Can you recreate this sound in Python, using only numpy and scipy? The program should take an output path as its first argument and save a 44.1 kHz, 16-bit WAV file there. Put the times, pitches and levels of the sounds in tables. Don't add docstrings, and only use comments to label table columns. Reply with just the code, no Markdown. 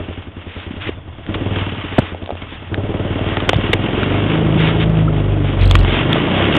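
import sys
import numpy as np
from scipy import signal
from scipy.fft import rfft, irfft, next_fast_len
from scipy.io import wavfile
from scipy.ndimage import uniform_filter1d, map_coordinates

SR = 44100
rng = np.random.default_rng(int(sys.argv[2]) if len(sys.argv) > 2 else 0)


def voltage_ratio(decibels):
    exponent = np.asarray(decibels, float) / 20
    return 10 ** exponent


def to_wav(sig):
    pcm = np.clip(np.atleast_2d(sig), -1, 1) * 32767
    pcm = np.round(pcm).astype(np.int16)
    wavfile.write(sys.argv[1], SR, pcm.T)


N = 290178

# (time [s], throttle [dB], shade [dB])
THROTTLE = [(0, -30.5, -1.5), (.25, -39.5, 1.5), (.88, -37, -1), (.95, -43, 0), (1.24, -42, -1),
            (1.3, -26, -4), (1.5, -24.5, 0), (1.85, -34, 4.5), (2.2, -34.5, -5), (2.66, -42, 5),
            (2.74, -24.5, -7), (3.4, -24, -2), (4.3, -20.5, 0), (4.65, -20.5, -1.5), (4.82, -22.5, -8.5),
            (5.5, -24.5, -5.5), (5.75, -23, 1), (6.5, -18, 3)]
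# (time [s], contact [dB])
CONTACT = [(0, -53), (1.25, -45.5), (1.4, -30.5), (1.85, -51), (2.65, -48.5), (2.8, -37.5), (3.55, -32),
           (4.0, -34), (4.7, -25), (5.15, -24), (5.3, -22), (5.55, -26), (5.62, -13.5), (5.74, -11),
           (5.84, -15), (5.97, -25.5), (6.17, -31), (6.5, -22.5)]


def unit(x):
    return x / np.sqrt(np.mean(x ** 2) + 1e-20)


def curves(rows):
    s, *cols = np.transpose(rows)
    return [np.interp(np.arange(N) / SR, s, c) for c in cols]


def wobble(rate):
    knots = rng.standard_normal(int(N * rate / SR) + 4)
    return map_coordinates(knots, [np.arange(N) * rate / SR])


def filtered(x, response):
    m = next_fast_len(len(x) + SR // 2)
    return irfft(rfft(x, m) * response(np.fft.rfftfreq(m, 1 / SR)), m)[:len(x)]


def resonant(x, modes):
    def response(f):
        total = 0
        for k, (centre, width, db) in enumerate(modes):
            damping = 1j * f * width
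            total = total + (-1) ** k * voltage_ratio(db) * damping / (centre * centre - f * f + damping)
        return total
    return filtered(x, response)


def steady(x, seconds):
    power = np.abs(uniform_filter1d(x ** 2, round(seconds * SR)))
    return x / np.sqrt(power + 1e-12)


def engine_speed():
    # (time [s], firing rate [1/s])
    speed = [(0.0, 12.51), (0.184, 10.5), (1.269, 9.22), (1.31, 15.65), (1.448, 20.07), (1.679, 18.75),
             (1.99, 9.93), (2.676, 9.97), (2.742, 16.36), (2.926, 18.94), (3.625, 18.54), (4.111, 24.55),
             (4.321, 26.54), (4.917, 27.01), (5.271, 24.94), (5.927, 21.83), (6.208, 28.98), (6.58, 36.85)]
    return curves(speed)[0]


def riding_off(seconds):
    clutch_s = 3.8
    return np.clip((np.arange(N) / SR - clutch_s) / seconds, 0, 1)


def follow_throttle(half_db, slope):
    half_throttle_db = -30
    return half_db + slope * (curves(THROTTLE)[0] - half_throttle_db)


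def firing_sizes(count, spread_db):
    return voltage_ratio(rng.normal(0, spread_db, count[-1] + 1))[count]


def blow_down(since):
    return -np.exp(-((since - .004) / .0009) ** 2)


def exhaust_thump(rate, cycle):
    # (centre [Hz], width [Hz], level [dB])
    cool_pipe = [(88, 10, 3), (51, 84, -14.5), (160, 12, -19.5)]
    # (centre [Hz], width [Hz], level [dB])
    hot_pipe = [(97.7, 8, 4), (49.3, 150, -19), (114.7, 16, -9), (169.5, 95, -12.5)]
    pulses = firing_sizes(cycle.astype(int), 1) * blow_down(cycle % 1 / rate)
    drive = unit(pulses) + .55 * rng.standard_normal(N)
    heat = np.clip((rate - 12) / 4, 0, 1)
    ring = (1 - heat) * resonant(drive, cool_pipe) + heat * resonant(drive, hot_pipe)
    heard = voltage_ratio(follow_throttle(-27, 0.76) - 8 * riding_off(0.64) + 0.5)
    felt = voltage_ratio(curves(CONTACT)[0] - 3)
    return np.hypot(heard, felt) * steady(ring, 0.68)


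def exhaust_bark(rate, cycle):
    # (centre [Hz], width [Hz], level [dB])
    mouth = [(316.8, 51, 2), (414.8, 41.3, 0), (613, 201, -6), (200, 57.3, -0.5), (927, 480, -24)]
    count = cycle.astype(int)
    since = cycle % 1 / rate
    echo = -.7 * np.exp(-((since - .0155) / .0011) ** 2)
    late = rng.normal(-.003, .00025, count[-1] + 1)[count]
    pair = np.interp(np.arange(N) - late * SR, np.arange(N), blow_down(since) + echo)
    crack = unit(resonant(-firing_sizes(count, 1.2) * np.gradient(pair), mouth))
    puff = since / 0.02 * np.exp(-since / 0.0082) + 0.16
    gas = unit(resonant(puff * rng.standard_normal(N), mouth))
    crack_gain = .85 - .35 * np.clip((rate - 19) / 4, 0, 1)
    bark = crack_gain * crack + .75 * gas
    return voltage_ratio(curves(THROTTLE)[0] + 1.5) * steady(bark, 0.15)


def valve_gear(cycle):
    # (centre [Hz], width [Hz], level [dB])
    cover_modes = [(1300, 790, -4.5), (1939, 43, 5), (2178, 100, -3.5), (2730, 320, 4), (3278, 310, -6),
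                   (733, 340, 2.5)]
    decay = np.exp(-((cycle % 1 * 2) % 1) / .15)
    ticks = 1 + 1.1 * decay * voltage_ratio(3 * wobble(30))
    hiss = ticks * voltage_ratio(2.8 * wobble(12)) * rng.standard_normal(N)
    open_air = unit(filtered(hiss, lambda f: (f > 500) & (f < 4100)))
    clatter = unit(resonant(hiss, cover_modes)) + 0.55 * open_air
    shade_db = curves(THROTTLE)[1]
    return voltage_ratio(follow_throttle(-34, 0.81) + shade_db + 1.2) * unit(clatter)


def frame(rate, cycle):
    # (centre [Hz], width [Hz], level [dB])
    tank = [(160, 7.1, 9), (91.4, 14, 0), (47, 40, 0.5), (144.7, 3, 2), (108, 14, 0.5)]
    panel_top_db = -22

    def favour(f):
        return np.sqrt(sum(voltage_ratio(2 * db) / (1 + ((f - centre) / width * 2) ** 2) for centre, width, db in tank))

    turn = 4 * np.pi * cycle
    contact_db = curves(CONTACT)[0]
    once, twice, thrice = (favour(2 * k * rate) * voltage_ratio(contact_db + 3 + 1.8 * wobble(16)) for k in range(1, 4))
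    thrice = thrice * voltage_ratio(-1.2 * np.maximum(contact_db - panel_top_db, 0))
    drift = .3 * np.array([wobble(10), wobble(10), wobble(10)])
    overtones = twice * np.cos(2 * turn + drift[1]) + thrice * np.sin(3 * turn + drift[2])
    return once * np.cos(turn + .15 + drift[0]) + riding_off(0.069) * overtones


def street():
    # (frequency [Hz], density [dB per Hz])
    spectrum = [(15, -45.5), (25, -14.5), (95, 3), (230, -21), (303, -16.5), (452, -31.5), (704, -20.5),
                (1570, -29.5), (3030, -35.5), (3440, -23.5), (3900, -44), (5070, -82), (8580, -120)]
    hz, db = np.transpose(spectrum)
    noise = filtered(rng.standard_normal(N), lambda f: voltage_ratio(np.interp(np.log(f + 1), np.log(hz + 1), db)))
    return voltage_ratio(-34.0 + 4.5 * wobble(5.8)) * unit(noise)


def touches(rows):
    out, t = np.zeros(N + SR), np.arange(SR // 12) / SR
    for s, db, hz, thud_db, length in rows:
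        noise = unit(resonant(rng.standard_normal(len(t)), [(2570, 18000, 0)]))
        rattle = 1.53 * noise * np.clip(t / 0.0012, 0, 1) * np.exp(-(t / length) ** 3)
        swell = np.sin(np.pi * np.clip(t / (length + 1.1 / hz), 0, 1)) ** .6
        thud = -np.sin(2 * np.pi * hz * t) * swell
        out[round(s * SR):][:len(t)] += voltage_ratio(db) * rattle + voltage_ratio(thud_db) * thud
    return out[:N]


def palm_bumps():
    # (time [s], thud [Hz], thud level [dB])
    bumps = [
        (.109, 514, -21.5),
        (.707, 236, -15.5),
        (.738, 259, -21.5),
        (1.77, 200, -19.5),
        (1.839, 251.5, -17),
        (1.915, 200, -22),
        (1.991, 110, -8.5),
        (3.559, 108, -4),
        (4.553, 160, -8.5),
        (4.894, 152, -8.5),
    ]
    return touches([(s, db - 15.5, hz, db, .003) for s, hz, db in bumps])


def finger_rubs():
    # (start [s], end [s], level [dB], swell [dB], centre [Hz])
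    strokes = [(0.446, 0.691, -39, 2, 2636), (0.796, 0.912, -27, 0.5, 2390), (1.869, 2.146, -36, 1.5, 1904),
               (2.471, 2.577, -39, 2, 2900), (3.202, 3.512, -38.5, 3, 1550), (4.568, 4.72, -19.5, 0, 2800),
               (4.794, 4.848, -20, 0, 2860), (5.432, 5.51, -34.5, 2, 2600),
               (5.582, 5.656, -32.5, 3.5, 2500), (5.854, 6.021, -23, 1, 2640),
               (6.081, 6.139, -35.5, 5.5, 1107)]
    out = np.zeros(N + SR)
    for start, end, db, swell_db, hz in strokes:
        u = np.linspace(0, 1, round((end - start) * SR))
        grain = rng.standard_normal((2, SR // 2))[:, :len(u)]
        rough = voltage_ratio(1.1 * unit(uniform_filter1d(grain[0], 160)))
        hiss = unit(resonant(rough * grain[1], [(hz, 1.1 * hz, 0), (500, 600, -8)]))
        fade = np.clip(np.minimum(u, 1 - u) / 0.21, 0, 1)
        out[round(start * SR):][:len(u)] += voltage_ratio(db + swell_db * (2 * u + 1.5)) * fade * hiss
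    return out[:N]


def finger_knocks():
    # (time [s], peak [dB], thud [Hz], thud level [dB], rattle length [s])
    knocks = [(.891, -27, 367, -10, 0.003), (1.341, -18, 874, -36, .013), (2.743, -4.5, 1660, -19, 0.0019),
              (3.369, -10, 776, -14.5, .0043), (3.402, -15.5, 1240, -20, 0.0048),
              (3.491, 5, 427.5, -6.5, 0.0054), (3.532, 3, 657, -1, 0.0015), (3.542, -19.5, 3450, -21, .006),
              (3.731, -0.5, 498, -7, 0.0082), (4.031, -9.5, 1500, -10.5, 0.0027),
              (5.078, -40, 1300, -17, .0087), (5.711, 4.5, 927, -28.5, .0021), (5.753, 1, 1105, -7, 0.0038),
              (5.848, -2.5, 892, -13, .0014), (6.13, -0.5, 3470, -4.5, 0.0015),
              (6.157, -17.5, 606, -8.5, 0.0033)]
    return touches(knocks)


def shell_creaks():
    # (time [s], peak [dB], thud level [dB])
    slips = [(1.265, -17, -34), (2.147, -21.5, -15.5), (2.225, -18.5, -26), (2.24, -24, -40),
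             (2.26, -15, -30), (2.275, -16, -21), (2.292, -16.5, -13.5), (2.305, -14, -11.5),
             (2.312, -17, -20), (2.326, -23.5, -21.5), (2.353, -20.5, -21), (2.941, -14, -17),
             (3.192, -17.5, -14), (3.243, -12.5, -14), (3.288, -9, -15.5)]
    return touches([(s, db, 620, thud_db, .0013) for s, db, thud_db in slips])


def slap():
    # (peak [dB], thud [Hz], thud level [dB])
    first = (-7.5, 606, -0.71)
    start_s, step_s, sinks, dull_db, swell_db = 1.982, .0021, .57, -3, 5.5
    db, hz, thud_db = first
    rows = []
    for k in range(3):
        rows.append((start_s + step_s * k, db + dull_db * k, hz * sinks ** k, thud_db + swell_db * k, .003))
    return touches(rows)


def piston_whine(rate, cycle):
    # (multiple of the crank turn [1], level re throttle [dB])
    partials = [(2.5, -10), (4, -8.5), (5, -7.5), (6, -7.5), (8, -8)]
    top_hz = 475
    turn = 4 * np.pi * cycle
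    throttle_db = curves(THROTTLE)[0]
    out = np.zeros(N)
    for k, db in partials:
        held = 1 / (1 + (2 * k * rate / top_hz) ** 12)
        level = held * voltage_ratio(throttle_db + db + 4 * wobble(6))
        out += level * np.sin(k * turn + .6 * wobble(12))
    return riding_off(0.069) * out


def scene():
    rate = engine_speed()
    cycle = np.cumsum(rate) / SR
    exhaust = exhaust_thump(rate, cycle) + exhaust_bark(rate, cycle)
    machine = exhaust + valve_gear(cycle) + frame(rate, cycle) + piston_whine(rate, cycle)
    hand = palm_bumps() + finger_rubs() + finger_knocks() + shell_creaks() + slap()
    return (machine + street() + hand)[None]


def low_pass(x):
    return signal.sosfilt(signal.butter(12, 15850, fs=SR, output="sos"), x)


def record(dry):
    up, down = 80, 441
    slow = signal.resample_poly(dry[0], up, down)
    slow = slow / (1 + np.abs(slow / .71) ** 7) ** (1 / 7)
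    fast = signal.resample_poly(slow, down, up)[:N]

    def edge(f):
        mirror = voltage_ratio(-10.5) * (f > 4150) * (f < 4570)
        return 1 / (1 + (f / 3850) ** 40) + mirror

    fast = filtered(np.pad(fast, (0, N - len(fast))), edge)
    full = np.clip((np.abs(uniform_filter1d(fast, 40)) - .6) / .06, 0, 1)
    hunting = voltage_ratio(-25) * full * np.sin(2 * np.pi * 4000 * np.arange(N) / SR)
    top = np.clip(fast + hunting, -.705, .705)
    return low_pass(top[None])


dry = scene()
out = record(dry)
to_wav(out)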